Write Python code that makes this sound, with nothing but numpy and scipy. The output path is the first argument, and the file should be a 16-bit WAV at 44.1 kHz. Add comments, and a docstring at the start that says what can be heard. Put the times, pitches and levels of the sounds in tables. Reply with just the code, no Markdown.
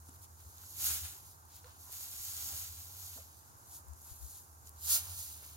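"""Dry hay is forked onto a trailer in an open field, a few metres from a two-port microphone.
First small rustles, then near 0.9 s a forkful lands and slumps; wood knocks and creaks near 1.6 s.
From 1.9 s a hand presses the load; quiet rustling follows, until one hard fork stroke near 4.9 s trails off.
Hay is dense filtered clicks, bright for thin stalks and deep for stems; snaps and scuffs are shaped noise,
knocks damped tones. Behind run a two-tone engine, noise for air and far rush, and low swelling bumps."""
import sys
import numpy as np
from scipy import signal
from scipy.fft import rfft, irfft
from scipy.io import wavfile

SR = 44100
rng = np.random.default_rng(int(sys.argv[2]) if len(sys.argv) > 2 else 0)


def materialize(psi):
    """Save the field psi as 16-bit PCM at rate SR to the path in sys.argv[1].

    A 1-D psi becomes a single channel; in a 2-D psi each row is a channel.
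    """
    bounded = np.clip(np.atleast_2d(psi).T, -1, 1)
    quanta = np.round(bounded * 32767).astype(np.int16)
    wavfile.write(sys.argv[1], SR, quanta)


N = 245390
TIME = np.arange(N) / SR  # s

# Levels are those before the colour of the microphone ports; left and right are the two ports.
# open-air background spectrum: f/Hz, level/dB
FIELD_SPECTRUM = [(22, -27), (42, -6.5), (75, 6), (125, -0.5), (190, -13.5), (330, -12), (560, -19.5),
                  (880, -13), (1400, -17.5), (2100, -24.5), (3200, -31.5), (6500, -14.5), (12000, -15.5),
                  (15800, -19)]
# far rush, its treble lost over the distance: f/Hz, level/dB
FAR_RUSH_SPECTRUM = [(100, -14), (300, -7.5), (550, -9.5), (800, 1), (1050, 3.5), (1500, -3), (1900, -19),
                     (3000, -22.5), (8000, -54)]
# level of the far engine over time: t/s, level/dB
ENGINE_LEVEL = [(0, -60.5), (.8, -60.5), (1.8, -56.5), (3.4, -62.5), (4.8, -59.5), (5.4, -57)]
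# low bumps: wind or handling at the microphone, and at 0.91 and 1.04 s the thump of the landing load:
# centre t/s, peak level/dB, f/Hz, Gaussian spread/s, left minus right/dB
LOW_BUMPS = [(0.475, -47, 79.4, 0.014, 3.5), (0.91, -47.5, 77, 0.053, 0), (1.042, -45, 80, 0.02, 5),
             (2.208, -64, 45.7, 0.024, 18.5), (3.909, -48, 71.85, 0.025, 16.5),
             (4.121, -52, 69.2, 0.0065, 26), (4.241, -52, 64.8, 0.022, 28.5)]
# soft thuds of weight on the trailer bed: centre t/s, level at the centre/dB, Gaussian spread/s
BED_THUDS = [(0.904, -61, 0.11), (2.49, -63.5, 0.071)]
# spectrum of the shaken trailer bed: f/Hz, level/dB
BED_SPECTRUM = [(25, -12), (60, 6), (140, -6.5), (260, -9), (450, -17.5), (900, -31), (3000, -52)]
# dull scuffs of feet and clothes: centre t/s, level at the centre/dB, Gaussian spread/s, centre f/Hz
SOFT_SCUFFS = [(1.685, -65, 0.021, 940), (1.88, -68.5, 0.02, 1030), (2.51, -65.5, 0.046, 780),
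               (3.187, -63.5, 0.016, 550), (4.08, -68, 0.025, 950), (4.22, -74, 0.03, 850),
               (5.047, -65.5, 0.11, 940)]
# dull knocks of the fork and of feet:
# t/s, ring level/dB, ring f/Hz, ring decay by 60 dB/s, contact click against the ring/dB, click f/Hz
DULL_KNOCKS = [(0.089, -50.5, 267, 0.028, -8, 410), (0.636, -55.5, 1360, 0.014, -5, 1300),
               (1.644, -56.5, 1380, 0.016, 6, 2400), (1.895, -48.5, 950, 0.018, -4, 450),
               (3.159, -58.5, 254, 0.07, -5, 350), (3.176, -53, 920, 0.029, -5, 750),
               (3.185, -55, 520, 0.033, -7, 600), (3.205, -64, 680, .015, -2, 446),
               (5.427, -62, 345, 0.015, 4.5, 864)]
# one short creak of wood under strain: t/s, level/dB, starting f/Hz, length/s
WOOD_CREAK = (1.641, -60, 478, 0.033)
# single stalks that snap: t/s, peak level before SNAP_TRIM_DB/dB, centre f/Hz
STALK_SNAPS = [(0.0935, -42, 8450), (0.162, -47, 12500), (0.5822, -44, 6840), (0.618, -42, 12600),
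               (1.848, -45, 12300), (1.92, -37, 12500), (1.926, -32, 12500), (2.128, -39, 12700),
               (2.233, -37, 12500), (2.367, -35, 8100), (3.847, -56, 12430), (3.884, -46, 11500),
               (3.934, -49, 8250), (4.0165, -45, 12300), (4.672, -45, 6760), (4.693, -38.5, 12200),
               (4.81, -41, 12000), (5.055, -34, 13000), (5.423, -44.5, 12300), (5.43, -42, 12100),
               (5.4637, -38, 12400)]
# spectrum of thin stalks rubbing: f/Hz, level/dB
STALK_SPECTRUM = [(300, -58.5), (1000, -21.5), (2200, -30), (3200, -12.5), (4200, -6.5), (5500, -6),
                  (7000, 0), (8200, -2), (10000, 0), (12500, 1.5), (15800, -2)]
# spectrum of thick stems bending inside the load: f/Hz, level/dB
STEM_SPECTRUM = [(25, -23), (60, -10), (200, -15.5), (450, -14.5), (600, -7.5), (780, 1), (1050, -4),
                 (1400, 3), (1800, 0), (2100, 3.5), (2450, 4.5), (3000, 6), (5000, -1.5), (9000, -4),
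                 (15000, -12)]
# each push, toss or pat of hay swells, holds and dies away: full at t/s, rustle level before trim/dB, rise/s,
# hold/s, fall/s, deep crunch against the rustle before trim/dB, delay at the left/ms, sheen of fine tips/dB.
# At 0.78 s loose hay trails from the raised fork; at 0.80 s the forkful's edge catches the load,
# at 0.86 s it lands, at 1.05 s it slumps; at 1.92 s a hand presses the load into shape;
# at 4.86 s the tines slide in, at 4.91 s comes one hard stroke of the fork.
HAY_STROKES = [(0.078, -63.5, 0.063, 0.0091, 0.04, -18, 0.12, 4.5),
               (0.144, -63.5, 0.11, 0.01, 0.045, -15.5, 0.13, 0.5),
               (0.236, -56.5, 0.067, 0.0095, 0.025, -20, 0.27, 1.5),
               (0.395, -65, 0.05, 0.011, 0.06, -10, 0.094, 0),
               (0.583, -59, 0.098, 0.05, 0.13, -14, 0.12, -6),
               (0.78, -49.5, 0.48, 0.17, 0.45, -27, 0.16, 0),
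               (0.799, -44.5, 0.049, 0.024, 0.05, -14, 0.18, 1),
               (0.861, -34.5, 0.1, 0.043, 0.23, -15, .13, 0.2),
               (1.046, -46.5, 0.027, 0.0087, 0.14, -13, 0.08, -2),
               (1.263, -60.5, 0.09, 0.05, 0.13, -24, 0.18, -1.5),
               (1.541, -53, 0.11, 0.027, 0.093, -22, 0.014, -8),
               (1.668, -58.5, 0.081, 0.03, 0.14, -12.5, 0.16, -8),
               (1.808, -56.5, 0.16, 0.078, 0.08, -24, 0.14, 1),
               (1.921, -47.5, 0.077, 0.33, 0.27, -18, 0.14, 0),
               (2.256, -43.5, 0.15, 0.05, 0.22, -20, .14, -1.5),
               (2.368, -42, 0.13, 0.11, 0.81, -19.5, .14, -3),
               (2.53, -46.5, 0.12, 0.077, 0.16, -17.5, 0.12, -1),
               (2.783, -56.5, 0.041, 0.037, 0.41, -28, 0.11, 2),
               (3.011, -49.5, 0.33, 0.16, 0.18, -20.5, .15, -2),
               (3.474, -66.5, 0.045, 0.0087, 0.068, -16.5, 0.0045, 6.5),
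               (3.59, -66, 0.04, .015, 0.052, -29, 0.0063, 2.5),
               (3.741, -55.5, 0.16, 0.026, 0.065, -24, 0.0056, 5.5),
               (4.073, -59.5, 0.15, 0.05, 0.25, -17.5, 0.0041, 8),
               (4.219, -61, 0.06, 0.035, 0.12, -25, 0.004, 7),
               (4.306, -57.5, 0.14, 0.078, 0.11, -21.5, 0.003, 6),
               (4.668, -57.5, 0.057, 0.015, 0.029, -19.5, 0.14, 0.5),
               (4.856, -45.5, 0.072, 0.035, 0.072, -22, 0.28, -1),
               (4.907, -29.5, 0.083, 0.053, 0.067, -20, 0.21, -0.5),
               (4.99, -45.5, 0.11, 0.062, 0.67, -18, 0.2, -1.5),
               (5.188, -47, 0.18, 0.06, 0.2, -22, 0.21, 1),
               (5.428, -57.5, 0.067, 0.07, 0.26, -10.5, 0.17, -2.5)]
# the heap never quite rests: rustle level before trim/dB, deep crunch against the rustle before trim/dB,
# delay at the left/ms, sheen/dB
HEAP_SETTLING = (-73.5, -20, 0.94, 6.5)
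# body resonances of the two microphone ports: f/Hz, level/dB
LEFT_PORT_COLOUR = [(20, -4), (300, 2), (800, 0.5), (1050, -2), (1400, 2.5), (2500, 0), (3300, 2),
                    (3900, 6.5), (5400, 5), (6300, 4.5), (6880, 8), (7500, 1), (11500, 5), (14000, -3),
                    (15500, 1.5)]
RIGHT_PORT_COLOUR = [(20, -2.5), (300, 2.5), (800, 3), (1400, 3), (1950, -0.5), (2500, 0.5), (4000, 1.5),
                     (5400, 2.5), (6800, 2.5), (8200, -1), (11000, 1), (12500, 2.5), (15200, 0.5)]

TOP_HZ = 15850  # upper limit of the microphone
FAR_RUSH_DB, FAR_RUSH_LAG_MS, FAR_RUSH_PAN_DB = -68.5, 0.37, -2  # level, delay at right, left minus right
ENGINE_HZ, ENGINE_SAG_HZ_PER_S = 82.25, 0.96  # lower tone at the start and its slow fall
BEAT_HZ, BEAT_SAG_HZ_PER_S = 12.47, 0.21  # gap between the tones at the start and its slow fall
CREAK_RISE_HZ_PER_S = 1200
FAINT_SNAPS_PER_S, FAINT_SNAP_DB, FAINT_SNAP_HZ = 3, -52, 11500  # mean rate, peak before trim, centre
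SNAP_TRIM_DB, RUSTLE_TRIM_DB, CRUNCH_TRIM_DB = 1, 1.0, 3.0  # added to the levels above
STROKE_RANGE_DB = 20  # change of level over one rise or fall time
CRUNCH_LATE_S = 0.008  # thick stems give way just after the thin ones slide
PAN_AHEAD_DB, PAN_DB_PER_MS = -1.34, -11  # left minus right: hay further right is later and weaker at left
TIPS_PER_S, TIPS_DB, TIPS_HZ = 220, -11.5, 13200  # dry tips: mean rate, level against the hiss, centre
# weak ground copies: level of each, step between their delays, drift of the delays, treble limit
GROUND_DB, GROUND_MS, GROUND_WANDER_MS, GROUND_TOP_HZ = -15, 1.3, 0.3, 5000


def undb(db):
    """Decibels to gain."""
    return 10 ** (np.asarray(db) / 20)


def unit(x):
    """Scale to rms 1."""
    return x / np.sqrt(np.mean(x ** 2))


def decay(t, t60):
    """Exponential fade by 60 dB in t60 seconds."""
    return np.exp(-np.log(1000) * t / t60)


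def swell_at(s, spread):
    """Gaussian swell centred at s seconds."""
    return np.exp(-0.5 * ((TIME - s) / spread) ** 2)


def split(pan_db):
    """Left and right gains for a left-minus-right level."""
    return undb(np.array([[pan_db], [-pan_db]]) / 2)


def colour(x, points, size=8192):
    """Causal minimum-phase filter through (Hz, dB) points, built from the cepstrum."""
    hz, db = np.transpose(points)
    bins_hz = np.arange(size // 2 + 1) * SR / size
    log_gain = np.log(undb(np.interp(np.log(bins_hz + 1), np.log(hz), db)))
    cepstrum = irfft(log_gain)[:size // 2]
    cepstrum[1:] *= 2  # fold onto positive time
    response = irfft(np.exp(rfft(cepstrum, size)))
    return signal.oaconvolve(np.atleast_2d(x), response[None], axes=1)[:, :N]


def band(x, hz, q):
    """One broad resonance."""
    return signal.lfilter(*signal.iirpeak(min(hz, TOP_HZ), q, fs=SR), x)


def double_band(x, hz, q):
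    """The same resonance twice, for steeper sides."""
    return band(band(x, hz, q), hz, q)


def walk(rate):
    """Smoothly joined random values, rate per second, with a spread near 1."""
    knots = rng.standard_normal(2048)
    # linear joining loses a third of the power
    return np.interp(TIME * rate, np.arange(len(knots)), knots) * np.sqrt(3 / 2)


def add(out, s, sound):
    """Mix a stereo sound in at time s."""
    start = max(int(s * SR), 0)
    part = sound[:, :N - start]
    out[:, start:start + part.shape[1]] += part


def scatter(x, t60, wet_db):
    """Stubble and the load throw back a short haze, different at each side."""
    t = TIME[:SR // 5]
    tail = rng.standard_normal((2, len(t))) * decay(t, t60)
    tail /= np.sqrt(np.sum(tail ** 2, axis=1, keepdims=True))
    return x + undb(wet_db) * signal.fftconvolve(x, tail, axes=1)[:, :N]


def field(level_db=-62.0):
    """Distant air and leaves: noise whose bass is shared by both sides and whose treble is less so."""
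    shared = colour(rng.standard_normal(N), [(100, 2.0), (1000, -3.0), (2500, -8), (12000, -13.5)])
    apart_points = [(30, -12.0), (80, 1.0), (400, -0.5), (1000, 3.0), (2500, -1.0)]
    apart = colour(rng.standard_normal((2, N)), apart_points)
    return unit(colour(shared + apart, FIELD_SPECTRUM)) * undb(level_db + 0.64 * walk(6.3))


def far_rush(waver_db=-1.0):
    """A distant rush of dull noise, gently wavering, that reaches the left side first."""
    rush = unit(colour(rng.standard_normal(N), FAR_RUSH_SPECTRUM))[0]
    rush = rush * undb(FAR_RUSH_DB + waver_db * walk(7.6))
    late = np.interp(TIME - FAR_RUSH_LAG_MS / 1000, TIME, rush)
    return np.array([rush, late]) * split(FAR_RUSH_PAN_DB)


def engine(upper_db=-3.5, waver_db=3.5, waver_hz=0.86):
    """Only two low tones carry over the fields; they share a pitch waver and beat as the engine slows."""
    lower_hz = ENGINE_HZ - ENGINE_SAG_HZ_PER_S * TIME + waver_hz * walk(5.77)
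    upper_hz = lower_hz + BEAT_HZ - BEAT_SAG_HZ_PER_S * TIME

    def tone(hz):
        """A sine whose level wavers on its own."""
        return np.sin(2 * np.pi * np.cumsum(hz) / SR) * undb(waver_db * walk(4.69))

    level_db = np.interp(TIME, *np.transpose(ENGINE_LEVEL))
    return unit(tone(lower_hz) + undb(upper_db) * tone(upper_hz)) * undb(level_db)


def bumps():
    """Each bump is a low tone in a brief swell, some mostly at one side."""
    out = np.zeros((2, N))
    for s, db, hz, spread, pan_db in LOW_BUMPS:
        tone = np.sin(2 * np.pi * (hz * TIME + rng.random()))
        out += swell_at(s, spread) * tone * undb(db) * split(pan_db)
    return out


def thuds():
    """The weight of the hay shakes the trailer bed: dull noise, alike at both sides."""
    weight = sum(undb(db) * swell_at(s, spread) for s, db, spread in BED_THUDS)
    return unit(colour(rng.standard_normal(N), BED_SPECTRUM)) * weight


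def scuffs(q=1.24):
    """Something soft drags briefly: a dull swell of noise with no click."""
    out = np.zeros((2, N))
    for s, db, spread, hz in SOFT_SCUFFS:
        noise = rng.standard_normal(N) + rng.standard_normal((2, N))  # partly alike at both sides
        out += unit(double_band(noise, hz, q)) * undb(db) * swell_at(s, spread)
    return out


def knocks(click_t60=0.017, click_q=0.46):
    """A soft contact click and a damped ring, then a short haze."""
    out, t = np.zeros((2, N)), TIME[:SR // 4]
    for s, db, hz, t60, click_db, click_hz in DULL_KNOCKS:
        ring = np.sin(2 * np.pi * hz * t) * decay(t, t60)
        click = double_band(rng.standard_normal(len(t)) * decay(t, click_t60), click_hz, click_q)
        click /= np.abs(click).max()
        add(out, s, np.tile(undb(db) * (ring + undb(click_db) * click), (2, 1)))
    return scatter(out, t60=0.1, wet_db=-7)


def creak(overtone_db=-13):
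    """Wood slips under strain: a short round tone that bends upward."""
    s, db, hz, length = WOOD_CREAK
    t = TIME[:int(length * SR)]
    phase = 2 * np.pi * np.cumsum(hz + CREAK_RISE_HZ_PER_S * t) / SR
    tone = np.sin(phase) + undb(overtone_db) * np.sin(2 * phase)
    tone *= np.sqrt(np.sin(np.pi * t / length))
    out = np.zeros((2, N))
    add(out, s, np.tile(undb(db) * tone, (2, 1)))
    return scatter(out, t60=0.1, wet_db=-12)


def snaps(t60=0.0071, q=2.0):
    """A brittle stalk breaks with one bright tick of noise, partly alike at both sides."""
    out, t = np.zeros((2, N)), TIME[:SR // 20]
    faint_at = TIME[rng.random(N) < FAINT_SNAPS_PER_S / SR]
    faint = [(s, FAINT_SNAP_DB, FAINT_SNAP_HZ) for s in faint_at]
    for s, db, hz in STALK_SNAPS + faint:
        crack = rng.standard_normal(len(t)) + rng.standard_normal((2, len(t)))
        tick = double_band(crack * decay(t, t60), hz, q)
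        add(out, s, tick / np.abs(tick).max() * undb(db + SNAP_TRIM_DB))
    return out


def motion():
    """Strokes add in power, the strongest dominate place and tone: rustle dB, crunch dB, lag ms, sheen dB."""
    def swell(t, s, rise, hold, fall):
        """Power of one stroke: it climbs and drops by STROKE_RANGE_DB over its rise and fall times."""
        away = np.maximum(s - t, 0) / rise + np.maximum(t - s - hold, 0) / fall
        return undb(-STROKE_RANGE_DB * np.minimum(away, 10)) ** 2

    db, crunch_db, lag_ms, sheen_db = HEAP_SETTLING
    power, deep = undb(db) ** 2, undb(db + crunch_db) ** 2
    lag, sheen = power * lag_ms, power * sheen_db  # weighted by power
    for s, db, rise, hold, fall, crunch_db, lag_ms, sheen_db in HAY_STROKES:
        stroke = undb(db) ** 2 * swell(TIME, s, rise, hold, fall)
        power = power + stroke
        lag = lag + stroke * lag_ms
        sheen = sheen + stroke * sheen_db
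        deep = deep + undb(db + crunch_db) ** 2 * swell(TIME - CRUNCH_LATE_S, s, rise, hold, fall)
    return 10 * np.log10(power), 10 * np.log10(deep), lag / power, sheen / power


def crackle(per_second, lag_ms, spread_db, width_ms, bounce_db, bounce_ms, count=2):
    """Tiny clicks, each from its own spot, bounce through the heap on separate paths to each side."""
    at = np.flatnonzero(rng.random(N) < per_second / SR)
    size = undb(spread_db * np.minimum(rng.exponential(size=N), 4)) * rng.choice([-1, 1], N)
    size = (size / np.sqrt(per_second))[at]  # denser clicks are smaller

    def arrive(delay_ms, strength):
        """The clicks after their travel time."""
        late = np.round(delay_ms[at] * SR / 1000).astype(int)
        return np.bincount(np.clip(at + late, 0, N - 1), strength, N)

    spot_ms = lag_ms + width_ms * rng.standard_normal(N)
    sides = np.array([arrive(spot_ms, size), arrive(np.zeros(N), size)])
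    for side in sides:
        for _ in range(count):
            sign = rng.choice([-1, 1], N)[at]
            side += arrive(bounce_ms * rng.exponential(size=N), sign * size * undb(bounce_db))
    return unit(sides)


def straws(lag_ms, per_second=700, t60=0.02):
    """Hollow straws are flicked and each rings for a moment at its own pitch."""
    out, t = np.zeros((2, N)), TIME[:int(t60 * SR)]
    lag_s = lag_ms / 1000
    for when, pitch, size in rng.random((int(per_second * N / SR), 3)):
        hz = 1500 + 13500 * pitch
        times = np.array([t - lag_s[int(when * N)], t])  # the left side lags in phase
        ring = np.sin(2 * np.pi * hz * times) * decay(t, t60)
        add(out, when * N / SR, ring * size ** 2)
    return unit(out)


def tips(lag_ms, q=1.9):
    """Dry tips break in a fine, bright, uneven crackle."""
    clicks = crackle(TIPS_PER_S, lag_ms, spread_db=2.5, width_ms=0.05, bounce_db=-4, bounce_ms=0.6)
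    return unit(double_band(clicks, TIPS_HZ, q))


def crunch(db, lag_ms):
    """Thick stems give way under weight: even-sized clicks with a deep colour."""
    clicks = crackle(3600, lag_ms, spread_db=0.0, width_ms=0.062, bounce_db=-7, bounce_ms=4)
    return unit(colour(clicks, STEM_SPECTRUM)) * undb(db + CRUNCH_TRIM_DB + 1.3 * walk(45))


def rustle(db, lag_ms, sheen_db, sheen_hz=10500, sheen_q=1.15):
    """Thin stalks slide over each other in little rushes; the more hay moves, the denser the clicks."""
    per_second = 5000 * undb(0.5 * (db + 52))
    clicks = crackle(per_second, lag_ms, spread_db=0.3, width_ms=0.011, bounce_db=-5, bounce_ms=3)
    hiss = colour(clicks + undb(-15) * straws(lag_ms), STALK_SPECTRUM)
    hiss = hiss + (undb(sheen_db) - 1) * band(hiss, sheen_hz, sheen_q)
    stalks = unit(hiss) + undb(TIPS_DB) * tips(lag_ms)
    pan_db = PAN_AHEAD_DB + PAN_DB_PER_MS * lag_ms
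    rushes_db = 0.1 * walk(140) + 0.93 * walk(22.12)
    return stalks * undb(db + rushes_db + np.array([pan_db, -pan_db]) / 2 + RUSTLE_TRIM_DB)


def ground(x, count=3):
    """Weak dull bounces off the uneven ground, on other paths to each side, ripple the middle of the sound."""
    out = x.copy()
    dull = signal.lfilter(*signal.butter(2, GROUND_TOP_HZ, fs=SR), x)
    for heard, side in zip(out, dull):
        for path in range(count):
            late_ms = GROUND_MS * (1 + path + rng.random()) + GROUND_WANDER_MS * walk(4)
            bounce = np.interp(TIME - late_ms / 1000, TIME, side)
            heard += undb(GROUND_DB) * (-1) ** (path + 1) * bounce
    return out


def scene():
    """Hay and fork over the sounds of the valley."""
    rustle_db, crunch_db, lag_ms, sheen_db = motion()
    background = field() + far_rush() + engine() + bumps()
    trailer = thuds() + scuffs() + knocks() + creak()
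    hay = ground(rustle(rustle_db, lag_ms, sheen_db) + crunch(crunch_db, lag_ms)) + snaps()
    return background + trailer + hay


def record(dry):
    """Each microphone port adds its own colour; a steep filter ends the treble at TOP_HZ."""
    ports = np.vstack([colour(dry[0], LEFT_PORT_COLOUR), colour(dry[1], RIGHT_PORT_COLOUR)])
    return signal.sosfilt(signal.ellip(12, 0.2, 70, TOP_HZ, fs=SR, output="sos"), ports)


dry = scene()
out = record(dry)
materialize(out)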